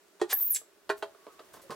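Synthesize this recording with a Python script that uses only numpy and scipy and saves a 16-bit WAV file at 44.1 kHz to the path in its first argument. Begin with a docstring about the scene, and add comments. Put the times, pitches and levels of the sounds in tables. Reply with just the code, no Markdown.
"""Over faint room air, a rubber squeegee lands on a printing screen with a hollow tap, then scrapes and squeaks.
The blade zips over the mesh threads, so the squeak's pitch follows the speed of the stroke, down to a
juddering stop. The squeegee knocks on the frame and its handle tips back onto its rest. Cloth rustles,
the hinged frame is lifted with small clacks and creaks, and something bumps at the bench.
Short reflections and a brief tail place it all in a small wooden room."""
import sys
import numpy as np
from scipy import signal
from scipy.fft import rfft, irfft
from scipy.io import wavfile

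SR = 44100
rng = np.random.default_rng(int(sys.argv[2]) if len(sys.argv) > 2 else 0)


def waveform_to_disk(signal):
    """Save audio, clipped to [-1, 1], as 16-bit WAV at the path in sys.argv[1]."""
    frames = np.transpose(np.atleast_2d(signal))
    scaled = np.clip(frames, -1, 1) * 32767
    samples = np.round(scaled).astype(np.int16)
    wavfile.write(sys.argv[1], SR, samples)


N = 77175
T = np.arange(N) / SR
FREQS = np.fft.rfftfreq(N, 1 / SR)


def amp(db):
    """Decibels to gain."""
    return 10 ** (np.asarray(db) / 20)


def unit_rms(x):
    """Scales to an rms of 1."""
    return x / np.sqrt(np.mean(x ** 2) + 1e-20)


def at_hz(points, hz):
    """Reads a curve along a log-frequency axis."""
    f, value = np.transpose(points)
    return np.interp(np.log(hz + 1), np.log(f + 1), value)


def automation(points):
    """Draws a control curve through (time, value) points."""
    return np.interp(T, *np.transpose(points))


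def add(mix, start, sound):
    """Mixes a sound in at a time in seconds."""
    part = mix[round(start * SR):][:len(sound)]
    part += sound[:len(part)]


def eq(x, shape):
    """Minimum-phase EQ with a (frequency, gain) shape."""
    size = 2048
    log_gain = np.log(amp(at_hz(shape, abs(np.fft.fftfreq(size, 1 / SR)))))
    taps = np.fft.ifft(np.exp(np.conj(signal.hilbert(log_gain)))).real
    return signal.fftconvolve(x, taps[:size // 2])[:len(x)]


def wander(hz):
    """Smooth random modulation up to about the given rate, rms 1."""
    return unit_rms(irfft(rfft(rng.standard_normal(N)) * np.exp(-(FREQS / hz) ** 2), N))


def wavering_phase(hz, depth, rate_hz=687):
    """Phase of a tone whose pitch jitters by the fraction `depth`."""
    return 2 * np.pi * np.cumsum(hz * (1 + depth * wander(rate_hz))) / SR


def swell(start, end):
    """A half-sine fade in and out."""
    return np.sin(np.pi * np.clip((T - start) / (end - start), 0, 1))


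def scrape(level, shape, grain_db, grain_hz):
    """Friction: noise made grainy by tiny slips, then shaped in tone and level."""
    slips = rng.standard_normal(N) * amp(grain_db * wander(grain_hz))
    return unit_rms(eq(slips, shape)) * amp(automation(level))


def knocks(hits, modes, rattle_eq, tick, low_cut_hz):
    """Each blow rings modes and a ticking rattle; soft ones are duller, the spot sets the first mode."""
    out, t = np.zeros(N), T[:SR // 2]
    impulse = 1. * (t == 0)
    first, *others = [(-1) ** k * amp(db - 60 * t / t60) * np.sin(2 * np.pi * hz * t)
                      for k, (hz, db, t60) in enumerate(modes)]
    eq_gain = np.linalg.norm(eq(impulse, rattle_eq))
    for start, ring_db, rattle_db, bright_hz, t60, first_db in hits:
        ring = amp(ring_db) * (amp(first_db) * first + sum(others))
        burst = rng.standard_normal(len(t)) * amp(-60 * t / t60) + tick * impulse
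        rattle = amp(rattle_db) * eq(burst, rattle_eq) / eq_gain
        pole = np.exp(-2 * np.pi * bright_hz / SR)
        add(out, start, signal.lfilter([1 - pole], [1, -pole], ring + rattle))
    low_cut = signal.butter(1, low_cut_hz, "high", fs=SR, output="sos")
    return signal.sosfilt(low_cut, out)  # small objects radiate little bass


# stereo width of diffuse sound (frequency [Hz], left-right correlation [-1 to 1])
CORRELATION = [(30, -0.64), (300, 0.83), (1000, 0.67), (3000, 0.17), (15000, -0.06)]

def diffuse(shape):
    """Mid-side stereo noise with a (frequency, level) shape."""
    mid, side = rfft(rng.standard_normal((2, N))) * amp(at_hz(shape, FREQS))
    alike = np.clip(at_hz(CORRELATION, FREQS), -1, 1)
    mid, side = mid * np.sqrt((1 + alike) / 2), side * np.sqrt((1 - alike) / 2)
    return irfft(np.array([mid + side, mid - side]), N)


# tone of the room air (frequency [Hz], gain [dB]) and its fader (time [s], level [dB])
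AIR_EQ = [(25, -19), (50, -34), (78, -11), (120, -41.5), (175, -9), (235, -14), (350, -1.5), (420, 0.5),
          (510, -13), (610, -3.5), (730, -12), (1500, -10.5), (2300, -15.5), (6000, -19), (16000, -24)]
AIR_LEVEL = [(0, -63.5), (.85, -63.5), (1.2, -60.5), (1.45, -59), (1.65, -59.5), (1.75, -55.5)]

def room_air():
    """A faint bed of air that comes up a little toward the end."""
    return unit_rms(diffuse(AIR_EQ)) * amp(automation(AIR_LEVEL))


# tone of the floor rumble (frequency [Hz], gain [dB]) and its fader (time [s], level [dB])
RUMBLE_EQ = [(20, -21), (50, -17.5), (78, -9), (130, -15.5), (300, -24.5), (1000, -61)]
RUMBLE_LEVEL = [(0, -104), (.33, -96.5), (.6, -98.5), (.85, -87), (.97, -71.5), (1.15, -89), (1.45, -83.5),
                (1.57, -68), (1.67, -76.5), (1.75, -85.5)]

def floor_rumble():
    """Low swells as weight shifts on the floor."""
    return unit_rms(diffuse(RUMBLE_EQ)) * amp(automation(RUMBLE_LEVEL))


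# resonances of the mesh (frequency [Hz], level [dB], t60 [s])
MESH_MODES = [(354.8, 0, 0.1), (424.6, 1, 0.093), (583, -16, 0.1), (757, -8, 0.048), (830, -12.5, 0.11),
              (1045, -29, 0.12), (1178, -23.5, 0.19), (1444, -24.5, 0.19), (1860, -13.5, 0.065),
              (4070, -16, 0.012)]
# its dense ringing (frequency [Hz], gain [dB])
MESH_RATTLE = [(30, -36), (150, -19.5), (350, -1.5), (700, 4), (1000, 4.5), (1900, -7), (2600, -7.5),
               (3700, -3.5), (5000, -12), (8500, -11.5), (16000, -35)]
# touchdown (time [s], ring [dB], rattle [dB], brightness [Hz], rattle t60 [s], first mode [dB])
MESH_HITS = [(.1975, -65.5, -51.5, 8900, 0.28, 4), (.2150, -20.5, -31.5, 12200, 0.076, 1)]

def mesh_tap():
    """The blade grazes the mesh, then lands and sets it ringing."""
    return knocks(MESH_HITS, MESH_MODES, MESH_RATTLE, tick=1.5, low_cut_hz=124)


# tone of rubbing rubber (frequency [Hz], gain [dB]) and its fader (time [s], level [dB])
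RUBBER_EQ = [(60, -34.5), (200, -38), (330, -26), (700, 5), (1300, 3.5), (1800, 5), (2600, 4.5),
             (4000, 4.5), (8000, 3.5), (11000, -3.5), (16000, -11)]
RUB_LEVEL = [(.275, -83), (.301, -40.5), (.314, -34), (.332, -36), (.339, -72.5), (.40, -56.5), (.45, -63),
             (.535, -58.5), (.56, -65), (.6, -93.5)]

def rubber_rub():
    """Rubber scrapes over the mesh, loudest as the stroke gets going."""
    return scrape(RUB_LEVEL, RUBBER_EQ, grain_db=0.5, grain_hz=900)


# resonances of the rubber blade (frequency [Hz], level [dB], t60 [s])
BLADE_MODES = [(1760, 3, 0.017), (409, -7, 0.045), (757, -3, 0.035), (1090, -3, .035), (2180, -5, 0.016)]
# snaps (time [s], ring [dB], rattle [dB], brightness [Hz], rattle t60 [s], first mode [dB])
BLADE_HITS = [(.322, -41, -33, 3000, 0.017, -6), (.3283, -29, -34.5, 5000, .025, 4),
              (.401, -49.5, -41, 1000, 0.033, -21.5)]

def blade_snaps():
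    """The heavily damped blade snaps free as it starts to slide, and catches on the way."""
    return knocks(BLADE_HITS, BLADE_MODES, RUBBER_EQ, tick=1.6, low_cut_hz=130)


# speed of the stroke (time [s], thread-crossing rate [Hz])
THREAD_RATE = [(.322, 12500), (.331, 13400), (.343, 12000), (.352, 12600), (.362, 15100), (.378, 15600),
               (.397, 13590), (.409, 15000), (.430, 13450), (.442, 14830), (.456, 14500), (.475, 15050),
               (.503, 15100), (.514, 12800), (.525, 10750), (.534, 11270), (.544, 8000), (.555, 7564),
               (.565, 7700)]
# fader of the squeak (time [s], level [dB])
SQUEAK_LEVEL = [(.33, -20), (.351, -25.5), (.358, -34), (.403, -33.5), (.411, -22.5), (.445, -28.5),
                (.478, -29), (.497, -33), (.511, -23.5), (.534, -27), (.542, -29.5), (.55, -26),
                (.556, -34.5), (.563, -23), (.567, -73)]

def squeak(start_s=.329, attack_s=.0015, flutter_db=3.5, flutter_hz=250):
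    """The blade ticks over the threads: a raspy, fluttering tone whose pitch follows its speed."""
    pitch = automation(THREAD_RATE)
    phase = wavering_phase(pitch, depth=0.01628)
    octave = amp(-19) * np.sin(2 * phase) * (pitch < SR / 4)  # muted where it would alias
    # a narrow and a wide band of noise ride along with the pitch
    rasp = sum(amp(db) * (wander(width_hz) * np.sin(phase) + wander(width_hz) * np.cos(phase))
               for db, width_hz in [(-16.5, 900), (-17.5, 4300)])
    level = amp(automation(SQUEAK_LEVEL) + flutter_db * wander(flutter_hz))
    gate = np.clip((T - start_s) / attack_s, 0, 1) * (T < SQUEAK_LEVEL[-1][0])
    return level * gate * (np.sin(phase) + octave + rasp)


# glides of the blade's slow end (start [s], end [s], first pitch [Hz], last pitch [Hz], level [dB])
TRAILING_GLIDES = [(0.34, 0.403, 12400, 12170, -35.5), (0.407, .445, 14000, 13350, -32),
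                   (.528, 0.57, 11100, 11200, -34.5), (0.537, 0.553, 10460, 4540, -32.5),
                   (0.548, 0.559, 7130, 3200, -37), (0.553, 0.568, 3000, 1680, -57)]

def trailing_squeaks(flutter_db=1, flutter_hz=900):
    """The slower end of the blade drags behind in weaker, stuttering squeaks that dive as it stops."""
    out = np.zeros(N)
    for start, end, first_hz, last_hz, db in TRAILING_GLIDES:
        pitch = automation([(start, first_hz), (end, last_hz)])
        out += amp(db) * swell(start, end) * np.sin(wavering_phase(pitch, depth=0.03))
    return out * unit_rms(amp(flutter_db * wander(flutter_hz)))


# tone of the judder (frequency [Hz], gain [dB]) and its fader (time [s], level [dB])
JUDDER_EQ = [(60, -70), (300, -47.5), (430, -6.5), (600, -34), (1300, -21), (1650, -1.5), (2600, -4),
             (4500, -3.5), (7000, 1.5), (11000, -7), (16000, -29)]
JUDDER_LEVEL = [(.533, -78), (.543, -49), (.553, -47), (.566, -35.5), (.578, -41.5), (.6, -105)]

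def judder():
    """A coarse scrape as the blade stops against the frame."""
    return scrape(JUDDER_LEVEL, JUDDER_EQ, grain_db=5.5, grain_hz=700)


# resonances of the hinge clamps (frequency [Hz], level [dB], t60 [s])
HINGE_MODES = [(443, 3.5, 0.036), (658, 2, 0.033), (1042, -26, .06), (1149, -3.5, 0.1), (1282, -12, 0.11)]
# dense ringing of the frame, shared by hinge, frame and handle hits (frequency [Hz], gain [dB])
FRAME_RATTLE = [(30, -45), (160, -17.5), (270, 1.5), (750, -2), (1000, 4), (1600, -3), (2300, -10),
                (4400, -6.5), (5600, -19), (8000, -18), (16000, -31)]
# clacks (time [s], ring [dB], rattle [dB], brightness [Hz], rattle t60 [s], first mode [dB])
HINGE_HITS = [(.615, -55.5, -57.5, 1800, 0.055, 2), (1.148, -53.5, -52.5, 1500, 0.038, 2),
              (1.267, -44.5, -43.5, 1500, 0.05, -0.5), (1.279, -48.5, -53, 900, 0.12, 5.5),
              (1.393, -53, -45.5, 4500, 0.056, 0), (1.404, -47, -54, 1620, 0.083, 0)]

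def hinge_clacks():
    """The frame shifts in its hinge clamps."""
    return knocks(HINGE_HITS, HINGE_MODES, FRAME_RATTLE, tick=2.3, low_cut_hz=203)


# resonances of the frame (frequency [Hz], level [dB], t60 [s])
FRAME_MODES = [(410, 1, 0.21), (350, -5.5, 0.038), (639, -9, 0.14), (902, -6, 0.042), (1074, -11.5, 0.16),
               (1367, -7, 0.059), (1402, -8, 0.11), (1510, 0, 0.063), (1650, -8, 0.054),
               (1779, -5.5, 0.077), (1915, -9, 0.082), (2430, -13, 0.069)]
# contacts (time [s], ring [dB], rattle [dB], brightness [Hz], rattle t60 [s], first mode [dB])
FRAME_HITS = [(.893, -56.5, -31, 12000, 0.054, 5), (.8985, -24, -27.5, 12060, 0.072, -0.5)]

def frame_knock():
    """The squeegee strikes the frame in a tight, bright flam."""
    return knocks(FRAME_HITS, FRAME_MODES, FRAME_RATTLE, tick=1.6, low_cut_hz=170)


# brushes of glove and clothes (time [s], level [dB], fade time [s])
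RUSTLES = [(0.966, -51, 0.091), (1.318, -50, 0.028), (1.443, -65, 0.1), (1.528, -51.5, 0.11),
           (1.613, -48.5, 0.06)]
# tone of the cloth (frequency [Hz], gain [dB])
CLOTH_EQ = [(100, -29), (1500, -5), (5000, -3.5), (11000, 0), (16000, -4)]

def cloth_rustles(attack_s=0.014, fade_db=-34, grain_db=3, grain_hz=400):
    """Glove and clothes brush in short, soft puffs of grainy noise."""
    level = np.zeros(N)
    for start, db, fade_s in RUSTLES:
        t = T[T < 2 * fade_s]
        add(level, start, np.minimum(t / attack_s, 1) * amp(db + fade_db * t / fade_s))
    hiss = unit_rms(eq(rng.standard_normal(N), CLOTH_EQ))
    return level * hiss * amp(grain_db * wander(grain_hz))


# resonances of the handle (frequency [Hz], level [dB], t60 [s])
HANDLE_MODES = [(411, -3, 0.14), (656, -1.5, 0.23), (575, -12.5, 0.26), (830, 1, 0.038), (950, -4, 0.038),
                (1026, -1.5, 0.058), (1500, -4, 0.046), (2695, -8, 0.054), (3200, -7.5, 0.053)]
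# contacts (time [s], ring [dB], rattle [dB], brightness [Hz], rattle t60 [s], first mode [dB])
HANDLE_HITS = [(1.0245, -43.5, -34.5, 9100, 0.081, 7), (1.027, -30, -40, 1510, 0.071, 1)]

def handle_knock():
    """The wooden handle tips back onto its rest."""
    return knocks(HANDLE_HITS, HANDLE_MODES, FRAME_RATTLE, tick=1.3, low_cut_hz=282)


# faint ringing and creaking of the frame (start [s], length [s], pitch [Hz], level [dB])
CREAKS = [(1.12, 0.38, 1118, -62), (1.285, 0.045, 1258, -58), (1.624, 0.067, 544, -53)]

def creaks():
    """Thin, wavering tones as the frame is lifted."""
    return sum(amp(db) * swell(start, start + length) * np.sin(wavering_phase(hz, depth=0.049))
               for start, length, hz, db in CREAKS)


# resonances of the bench (frequency [Hz], level [dB], t60 [s])
BENCH_MODES = [(216, -2.5, 0.044), (160, -17, 0.095), (397, -6.5, 0.13), (483, -1, 0.035),
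               (564, -10, 0.088), (1059, 1, 0.063), (1223, -16, 0.064)]
# its dense ringing (frequency [Hz], gain [dB])
BENCH_RATTLE = [(30, -40), (90, -6.5), (500, 4), (1100, -0.5), (1600, -3), (2200, -10.5), (5000, -10.5),
                (8000, -15.5), (16000, -26)]
# bumps (time [s], ring [dB], rattle [dB], brightness [Hz], rattle t60 [s], first mode [dB])
BENCH_HITS = [(1.539, -53, -50, 9000, 0.18, -16), (1.567, -56, -49, 3030, 0.078, -16),
              (1.595, -54.5, -52.5, 3000, 0.077, 0.5), (1.697, -33.5, -41, 790, 0.071, 2.5),
              (1.706, -41, -37, 12000, 0.087, -1.5), (1.719, -34.5, -46, 9000, 0.23, -22)]

def bench_bumps():
    """Something bumps at the bench: a light cluster, then a heavier one."""
    return knocks(BENCH_HITS, BENCH_MODES, BENCH_RATTLE, tick=3, low_cut_hz=130)


# early reflections (delay [s], left [dB], right [dB]) and their tone (frequency [Hz], gain [dB])
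REFLECTIONS = [(.0031, -8, -46), (.0066, -35, -8), (0.0115, -15.5, -15.5), (.0205, -15, -23)]
REFLECTION_EQ = [(100, -9), (600, -0.5), (2000, -6.5), (8000, 0), (16000, 3)]
# decay of the reverb tail (frequency [Hz], t60 [s]) and its send (frequency [Hz], level [dB])
TAIL_T60 = [(200, 0.31), (350, 0.29), (700, 0.28), (2000, 0.18), (8000, 0.2), (15000, 0.15)]
TAIL_SEND = [(100, -2.5), (500, -16.5), (2000, -9), (8000, -10), (15000, -5.5)]

def room(x, tail_attack_s=0.01):
    """Direct sound, a few reflections off screen and ceiling, and a short tail."""
    early, reflected = np.array([x, x]), eq(x, REFLECTION_EQ)
    for delay_s, left_db, right_db in REFLECTIONS:
        add(early[0], delay_s, amp(left_db) * reflected)
        add(early[1], delay_s, amp(right_db) * reflected)
    hz, t, bands = signal.stft(diffuse(TAIL_SEND), SR, nperseg=256)
    t60 = at_hz(TAIL_T60, hz)[:, None]
    trim = np.sqrt(2 * np.log(1000) / (t60 * SR))  # a longer decay adds no energy
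    tail = signal.istft(bands * amp(-60 * t / t60) * trim, SR, nperseg=256)[1][:, :N]
    tail *= np.minimum(T / tail_attack_s, 1)
    return early + signal.fftconvolve(x[None], tail, axes=1)[:, :N]


def scene():
    """The stroke and the handling play through the room, over a bed of air and rumble."""
    bed = room_air() + floor_rumble()
    stroke = mesh_tap() + rubber_rub() + blade_snaps() + squeak() + trailing_squeaks() + judder()
    handling = hinge_clacks() + frame_knock() + cloth_rustles() + handle_knock() + creaks() + bench_bumps()
    return bed + room(stroke + handling)


# stereo balance (frequency [Hz], left minus right [dB])
BALANCE = [(50, -1.5), (350, -4.5), (700, -2.5), (1500, -1), (3000, 0), (15000, -0.3)]
# lead of the left microphone (frequency [Hz], phase [rad])
LEFT_LEAD = [(30, 0.42), (260, 0.74), (700, 0.0063), (3000, 0.5), (16000, 0)]

def record(dry, high_cut_hz=16200):
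    """Two microphones, a little apart in level and phase, then a steep high cut."""
    left = amp(at_hz(BALANCE, FREQS) / 2) * np.exp(1j * at_hz(LEFT_LEAD, FREQS) / 2)
    stereo = irfft(rfft(dry) * np.array([left, 1 / left]), N)
    high_cut = signal.firwin(511, high_cut_hz, window=("kaiser", 9), fs=SR)
    return signal.oaconvolve(stereo, high_cut[None], "same")


dry = scene()
out = record(dry)
waveform_to_disk(out)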